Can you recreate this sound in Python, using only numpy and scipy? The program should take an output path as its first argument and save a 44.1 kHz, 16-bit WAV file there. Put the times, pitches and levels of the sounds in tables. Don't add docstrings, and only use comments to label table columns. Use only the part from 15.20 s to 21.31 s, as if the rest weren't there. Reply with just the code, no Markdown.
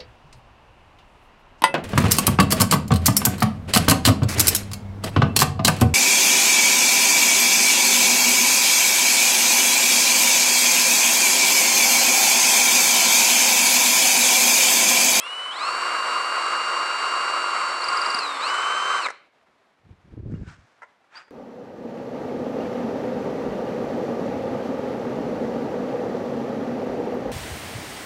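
import sys
import numpy as np
from scipy import signal
from scipy.fft import rfft, irfft
from scipy.io import wavfile
from scipy.ndimage import uniform_filter1d

SR = 44100
rng = np.random.default_rng(int(sys.argv[2]) if len(sys.argv) > 2 else 0)


def transcribe(u):
    v = np.clip(np.atleast_2d(u).T, -1, 1)
    q = np.round(v * 32767).astype(np.int16)
    wavfile.write(sys.argv[1], SR, q)


def volts_from_db(level):
    exponent = np.asarray(level, float) / 20
    return 10 ** exponent


N = 269362


def evened(x):
    return x / np.sqrt(np.mean(abs(x) ** 2) + 1e-20)


def read(points, hz):
    f, value = np.transpose(points)
    return np.interp(np.log(hz + 1), np.log(f + 1), value)


def played(rows):
    s, *columns = np.transpose(rows)
    t = np.arange(N) / SR
    gate = np.clip(np.minimum(t - s[0] + (s[0] < .01), s[-1] - t) / 0.0032, 0, 1)
    return gate, [np.interp(t, s, c) for c in columns]


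def add(mix, s, sound):
    part = mix[round(s * SR):][:len(sound)]
    part += sound[:len(part)]


def coloured(x, points):
    gain = volts_from_db(read(points, np.fft.rfftfreq(N, 1 / SR)))
    return evened(irfft(rfft(x) * gain, N))


def ringing(x, modes):
    hz = np.fft.rfftfreq(N, 1 / SR)
    gain = 0
    for k, (f, width, db) in enumerate(modes):
        gain = gain + (-1) ** k * volts_from_db(db) / (1 + 2j * (hz - f) / width) ** 2
    return evened(irfft(rfft(x) * gain, N))


def wander(hz):
    lowpass = signal.butter(2, hz, fs=SR, output="sos")
    return evened(signal.sosfilt(lowpass, rng.standard_normal(N)))


def stroke(top, hold, db, rise, sag, fall):
    t = np.arange(N) / SR - top
    return volts_from_db(db + rise * np.minimum(t, 0) - sag * np.clip(t, 0, hold) - fall * np.maximum(t - hold, 0))


def background_air():
    # f/Hz, level/dB per Hz
    hush = [(18, -34), (30, -18), (152, -5), (219, -2), (263, -2), (533, 0.5), (657, 2), (1110, 0),
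            (2300, -6), (2700, -9.5), (3590, -12.5), (12000, -33), (15600, -58)]
    level_db = -63.5 + 1.2 * wander(16.0)
    return volts_from_db(level_db) * coloured(rng.standard_normal(N), hush)


def shed(x):
    # f/Hz, time to fall 60 dB/s
    echo_time = [(250, .6), (1000, 0.36), (3000, 0.54), (8000, 0.27)]
    taps = np.zeros(SR)
    at = np.arange(500, SR - 20, 20)
    taps[at + rng.integers(0, 20, len(at))] = rng.choice([-1., 1.], len(at))
    hz, t, z = signal.stft(taps, SR, nperseg=256)
    fade = volts_from_db(-60 * t / read(echo_time, hz)[:, None])
    tail = signal.istft(z * fade, SR, nperseg=256)[1]
    return signal.fftconvolve(x, tail / np.linalg.norm(tail))[:N]


def shoes():
    # top/s, hold/s, level/dB, grit over sole/dB
    drags = [
        (5.116, 0.12, -61, -10.5),
        (5.279, 0.064, -49.5, -11.5),
        (5.39, 0.34, -63.5, -10),
        (5.904, 0.035, -76, -28),
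        (5.955, 0.02, -44, -18),
        (5.987, 0.033, -50, -16),
    ]
    # f/Hz, width/Hz, level/dB
    sole_modes = [(864, 670, -10), (1530, 520, -1), (2350, 820, -10), (3070, 1900, -18)]
    # t/s, f/Hz, level/dB
    squeak_path = [(5.945, 4420, -78), (5.96, 4580, -43), (5.975, 4800, -41), (5.995, 4880, -51),
                   (6.005, 4900, -74), (6.11, 4790, -68)]
    grit = rng.standard_normal(N) * volts_from_db(1.7 * wander(150))
    sole = ringing(grit, sole_modes)
    fine = ringing(grit, [(5050, 3300, -0.5), (7660, 3500, -6.5)])
    out = np.zeros(N)
    for top, hold, db, grit_db in drags:
        out += stroke(top, hold, db, rise=452, sag=40, fall=502) * (sole + volts_from_db(grit_db) * fine)
    gate, (hz, db) = played(squeak_path)
    phase = 2 * np.pi * np.cumsum(hz) / SR + 0.6 * wander(120)
    return out + gate * volts_from_db(db + 3.0 * wander(90)) * np.cos(phase)


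def cloth():
    # top/s, hold/s, rumble level/dB, upper edge f/Hz, rise/dB per s
    rubs = [
        (4.268, 0.067, -76, 450, 147),
        (4.604, .005, -68, 150, 700),
        (4.675, 0.035, -48.5, 230, 598),
        (4.741, 0.16, -68, 70, 300),
        (4.89, 0.045, -52.5, 250, 302),
        (4.98, 0.18, -34.5, 250, 202),
        (5.155, 0.15, -37, 168, 300),
        (5.383, 0.047, -57, 100, 300),
    ]
    # t/s, peak level/dB, f/Hz
    snaps = [
        (4.69, -45, 118),
        (4.936, -41, 166),
        (4.976, -29, 130),
        (5.049, -37, 104),
        (5.1395, -18, 90),
        (5.158, -27, 85),
        (5.215, -28, 90),
        (5.232, -27, 90),
    ]
    lumps = rng.standard_normal(N) * volts_from_db(4.6 * wander(36))
    dull, sharp = (ringing(lumps, [(90, 120, 0), (hz, hz, -10)]) for hz in (170, 300))
    out, t = np.zeros(N), np.arange(3000) / SR
    for top, hold, db, edge_hz, rise in rubs:
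        share = np.clip(edge_hz / 450, 0, 1)
        rumble = (1 - share) * dull + share * sharp
        out += 1.1 * stroke(top, hold, db, rise, sag=12, fall=292) * rumble
    for s, peak_db, hz in snaps:
        falling_hz = hz * (1 + 2.54 * np.exp(-t / 0.004))
        phase = 2 * np.pi * np.cumsum(falling_hz) / SR
        shape = (1 - np.exp(-t / .0012)) * np.exp(-t / .011)
        add(out, s, -volts_from_db(peak_db) * np.sin(phase) * shape)
    return out


def clanks():
    # t/s, peak level/dB, brightness above 4 kHz/dB, ring/s
    blows = [(3.859, -16, -14.5, 0.037), (3.873, -21.5, -18, 0.033), (3.884, -17.5, -18, 0.043),
             (3.901, -20.5, -12, 0.037), (3.924, -42, -32, 0.05), (3.944, -49, -14, .04),
             (4.26, -59, -41, 0.27), (5.138, -36, -36, 0.018), (5.618, -34, -25, 0.088),
             (5.63, -34.5, -26, 0.058), (5.84, -54, -21, 0.068), (6.079, -40, -26, .04)]
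    # f/Hz, width/Hz, level/dB
    timber_modes = [(560, 220, -3), (950, 260, 0), (1350, 260, 0), (1700, 200, -3), (2050, 260, 0),
                    (2900, 700, -24)]
    # t/s, f/Hz, level/dB
    buckle = (5.148, 2830, -55)
    out, t = np.zeros(N), np.arange(5000) / SR
    wood = ringing(rng.standard_normal(N), timber_modes)
    crack = ringing(rng.standard_normal(N), [(5350, 4100, 1), (8500, 3400, -7)])
    onset = np.sin(np.pi / 2 * np.minimum(t / .003, 1)) ** 2
    for s, db, bright_db, ring in blows:
        blow = (wood + volts_from_db(bright_db) * crack)[round(s * SR):][:len(t)]
        shape = volts_from_db(db - 60 * t / ring) * onset
        add(out, s, .6 * shape[:len(blow)] * blow)
    s, hz, db = buckle
    add(out, s, volts_from_db(db - 60 * t / 0.099) * np.sin(2 * np.pi * hz * t) * np.minimum(t / .002, 1))
    return out


def squeaks():
    # t/s, peak level/dB, f/Hz
    chirps = [(2.62, -24.5, 4290), (2.6421, -22, 4830), (2.6854, -19.5, 4680), (2.7297, -29.5, 4700),
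              (2.7728, -21.5, 4830), (2.816, -21, 4740), (2.8609, -23, 4800), (2.903, -21, 4730),
              (2.9462, -18, 4740), (2.9892, -20, 4820), (3.0324, -31, 4660), (3.0784, -33, 4780),
              (3.2913, -32, 5170)]
    # t/s, level/dB, f/Hz
    jolts = [
        (2.685, -45, 140),
        (2.946, -31, 250),
        (2.989, -30, 400),
    ]
    out, t = np.zeros(N), np.arange(1600) / SR
    shape = np.minimum(t / 0.0016, 1) * np.exp(-(np.maximum(t - .002, 0) / 0.0062) ** 1.5)
    for (s, db, hz), noise in zip(chirps, rng.standard_normal((len(chirps), 1600))):
        slip = evened(signal.lfilter([1], [1, -.9], noise))
        phase = 2 * np.pi * np.cumsum(hz * (1.015 - 3.2 * t + 0.024 * slip)) / SR
        overtones = volts_from_db(db + 4.5) * np.sin(2 * phase) + volts_from_db(db - 28.5) * np.sin(3 * phase)
        add(out, s - .0015, volts_from_db(db) * shape * (np.sin(phase) + shape * overtones))
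    for s, db, hz in jolts:
        add(out, s, volts_from_db(db) * np.cos(2 * np.pi * hz * t) * t / 0.0042 * np.exp(1 - t / 0.0026))
    return out


FULL_HZ = 350
GEAR_RATIO = 15.2


def motor():
    # t/s, shaft speed aimed at/Hz, lag/s, pinion load/dB, chopping of the switch/dB
    stages = [
        (0, 188.2, .065, -8, 10),
        (.312, 350.4, .045, 0, 5),
        (1.2, 350.9, .2, -1, 1),
        (2.2, 347, .2, -1, -3),
        (2.55, 350.8, .25, -1, -6),
        (2.99, 260, .1, 0, 10),
        (3.205, 381, .02, 2, 5),
        (3.3, 387.3, .16, -12, -25),
        (3.825, 387.3, .16, 2, -25),
    ]
    spin_up_hz_per_s, brake_s, stop_s = 1120, 3.77, 3.873
    ms = np.arange(0, N / SR, .001)
    stage = np.searchsorted([row[0] for row in stages], ms, "right") - 1
    aim, lag, load_db, chop_db = np.array(stages)[stage, 1:].T
    driven = [154.4]  # Hz, already turning
    for hz, s in zip(aim[1:], lag[1:]):
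        pull = min((hz - driven[-1]) / max(s, .005), spin_up_hz_per_s)
        driven.append(driven[-1] + .001 * pull)
    t = np.arange(N) / SR

    def smooth(curve, span_ms):
        return np.interp(t, ms, uniform_filter1d(np.array(curve), size=span_ms, mode="nearest"))

    driven, load_db, chop_db = smooth(driven, 15), smooth(load_db, 40), smooth(chop_db, 80)
    speed = driven - 12000 * (np.clip(t, brake_s, stop_s) - brake_s) ** 2
    gate = np.clip((stop_s - t) / 0.0022, 0, 1)
    return gate, driven, speed, load_db, chop_db


def rattle():
    # f/Hz, width/Hz, level/dB
    body_modes = [(1089, 237, -2.5), (1260, 185, -4), (1403, 161, -5), (1591, 210, -10.5)]
    # f/Hz, level/dB per Hz
    growl_colour = [(18, -88), (30, -57), (205, -22), (345, -14), (377, -13), (503, -7.5), (950, -3),
                    (1240, -42), (2090, -120)]
    # f/Hz, width/Hz, level/dB
    mesh_modes = [(2063, 720, -1.5), (2880, 890, -7), (3898, 544, -5.5), (4207, 1180, -10.5),
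                  (5360, 640, -16), (6430, 470, -24.5)]
    # f/Hz, level/dB per Hz
    hiss_colour = [(3240, -52), (5500, -4.5), (6690, -6.5), (7260, 1.5), (8210, 1), (10400, -22),
                   (11800, -26), (14900, -38.5), (15600, -56.5)]
    # f/Hz, width/Hz, level/dB
    slot_modes = [(7850, 116, 8.5), (8300, 180, -30), (7480, 67, -17)]
    gate, driven, speed, load_db = motor()[:4]
    octaves = np.log2(driven / FULL_HZ)
    chuck = 2 * np.pi * np.cumsum(speed) / SR / GEAR_RATIO
    throb_db = 0.28 * np.cos(chuck) + 0.28 * np.cos(2 * chuck + 0.94)
    throb_db += 0.16 * wander(140) + 0.69 * wander(3.1)
    knock_strength = volts_from_db(2.0 * np.minimum(rng.exponential(1, N), 4))
    teeth = rng.standard_normal(N) * knock_strength * (rng.random(N) < .3)
    air = rng.standard_normal(N) * volts_from_db(0.48 * wander(330))
    hiss = coloured(air, hiss_colour) + volts_from_db(-12.5) * ringing(air[::-1], slot_modes)
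    parts = volts_from_db(-26.5 + 12.5 * octaves) * ringing(teeth, body_modes)
    parts += volts_from_db(-35 + 10.5 * octaves + 0.11 * load_db) * coloured(teeth, growl_colour)
    parts += volts_from_db(-35 + 8.5 * octaves) * ringing(teeth, mesh_modes)
    parts += volts_from_db(-44.5 + 11.5 * octaves) * hiss
    parts = signal.sosfilt(signal.butter(2, 90, "highpass", fs=SR, output="sos"), parts)
    let_go_db = 2.5 * np.tanh((driven - speed) / 12)
    return gate * volts_from_db(throb_db - let_go_db) * parts


def whine():
    # multiple of the shaft speed, level/dB
    order_lines = [(2, -52), (3, -38), (4, -36), (6.06, -54), (11.3, -59), (12.3, -57), (21, -68),
                   (24, -74), (34.08, -88), (34.8, -88), (34.92, -86), (38.08, -92), (42.08, -97)]
    # multiple of the chuck speed, level/dB
    chuck_lines = [(4, -82), (5, -75), (6, -74), (8, -74)]
    # f/Hz, level/dB
    housing = [(1400, -11), (2200, -10.5), (2800, -0.5), (3050, 3.5), (3550, -8), (4150, -0.5),
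               (4600, -5.5), (5600, -15)]
    slots, pinion, twice, poles = 8, 13, 16, 20
    switch_hz = 9907.5
    gate, driven, speed, pinion_db, chop_db = motor()
    t = np.arange(N) / SR
    octaves = np.log2(speed / FULL_HZ)
    driven_octaves = np.log2(driven / FULL_HZ)
    acceleration = np.gradient(driven) * SR
    surge = np.tanh(np.maximum(acceleration / 1120, 0) ** 2)
    coast = np.tanh(np.maximum(-acceleration / 90, 0))
    braked = driven - speed
    turn = 2 * np.pi * np.cumsum(speed) / SR
    turn = turn + (0.057 * np.tanh(braked / 30) + .02 * surge) * wander(160)

    slots_db = -36.5 + read(housing, slots * speed) + 4 * surge
    slots_db += 0.28 * braked - 13 * np.tanh(braked / 22)
    twice_db = -39.5 + read(housing, twice * speed)
    twice_db += np.maximum(190 * (driven_octaves - .1), -5 * octaves)
    twice_db += -0.098 * braked - 7 * coast - 6 * np.exp(-t / 0.042)
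    poles_db = -54.5 + 22.0 * octaves - 60 * np.maximum(octaves, 0)
    snatch_db = -38.5 - 184 * t
    load_db = -1.5 + 19.5 * octaves
    shaft_db = -53.5 + 40 * np.log2(np.minimum(speed / 270, 1)) - 18 * surge

    lines = [(slots, slots_db), (twice, twice_db), (poles, poles_db)]
    lines += [(28, twice_db - 26 + load_db), (32, twice_db - 33), (12, -56)]
    lines += [(k, db + load_db) for k, db in order_lines]
    lines += [(1, shaft_db), (poles, snatch_db), (2 * twice, 0.51 * snatch_db - 35)]
    lines += [(k / GEAR_RATIO, db + load_db) for k, db in chuck_lines]
    out = np.zeros(N)
    for k, db in lines:
        phase = k * turn + 0.087 * wander(28) + 6 * rng.random()
        out += volts_from_db(db + 0.24 * wander(51)) * np.cos(phase)

    mesh = pinion * turn + 0.49 * wander(45)
    pinion_db = pinion_db - 32.5 + read(housing, pinion * speed) + 55 * np.minimum(octaves + 0.28, 0)
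    overtones = volts_from_db(-18 + load_db) * np.cos(2 * mesh) + volts_from_db(-42 + 3 * load_db) * np.cos(3 * mesh)
    out += volts_from_db(pinion_db) * (np.cos(mesh) + overtones)

    carrier = 2 * np.pi * switch_hz * t
    beat = 4 * turn
    off_db = np.minimum(chop_db + 6, 0)
    out += volts_from_db(-66 - 6 * octaves + off_db) * np.cos(carrier - beat)
    out += volts_from_db(-72.5 + chop_db) * np.cos(carrier + beat)
    out += volts_from_db(-81.5 - 19 * octaves + off_db) * np.cos(carrier - 2 * beat)
    return np.sqrt(2) * gate * out


def scene():
    drill = whine() + rattle() + squeaks() + clanks()
    feet = shoes()
    echoes = shed(volts_from_db(-18.0) * drill + volts_from_db(-17) * feet)
    return (drill + feet + echoes + cloth() + background_air())[None]


def top_cut(x):
    return signal.sosfilt(signal.butter(12, 15700, fs=SR, output="sos"), x)


def record(dry):
    heard = signal.sosfilt(signal.butter(2, 45, "highpass", fs=SR, output="sos"), dry)
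    return top_cut(heard)


dry = scene()
out = record(dry)
transcribe(out)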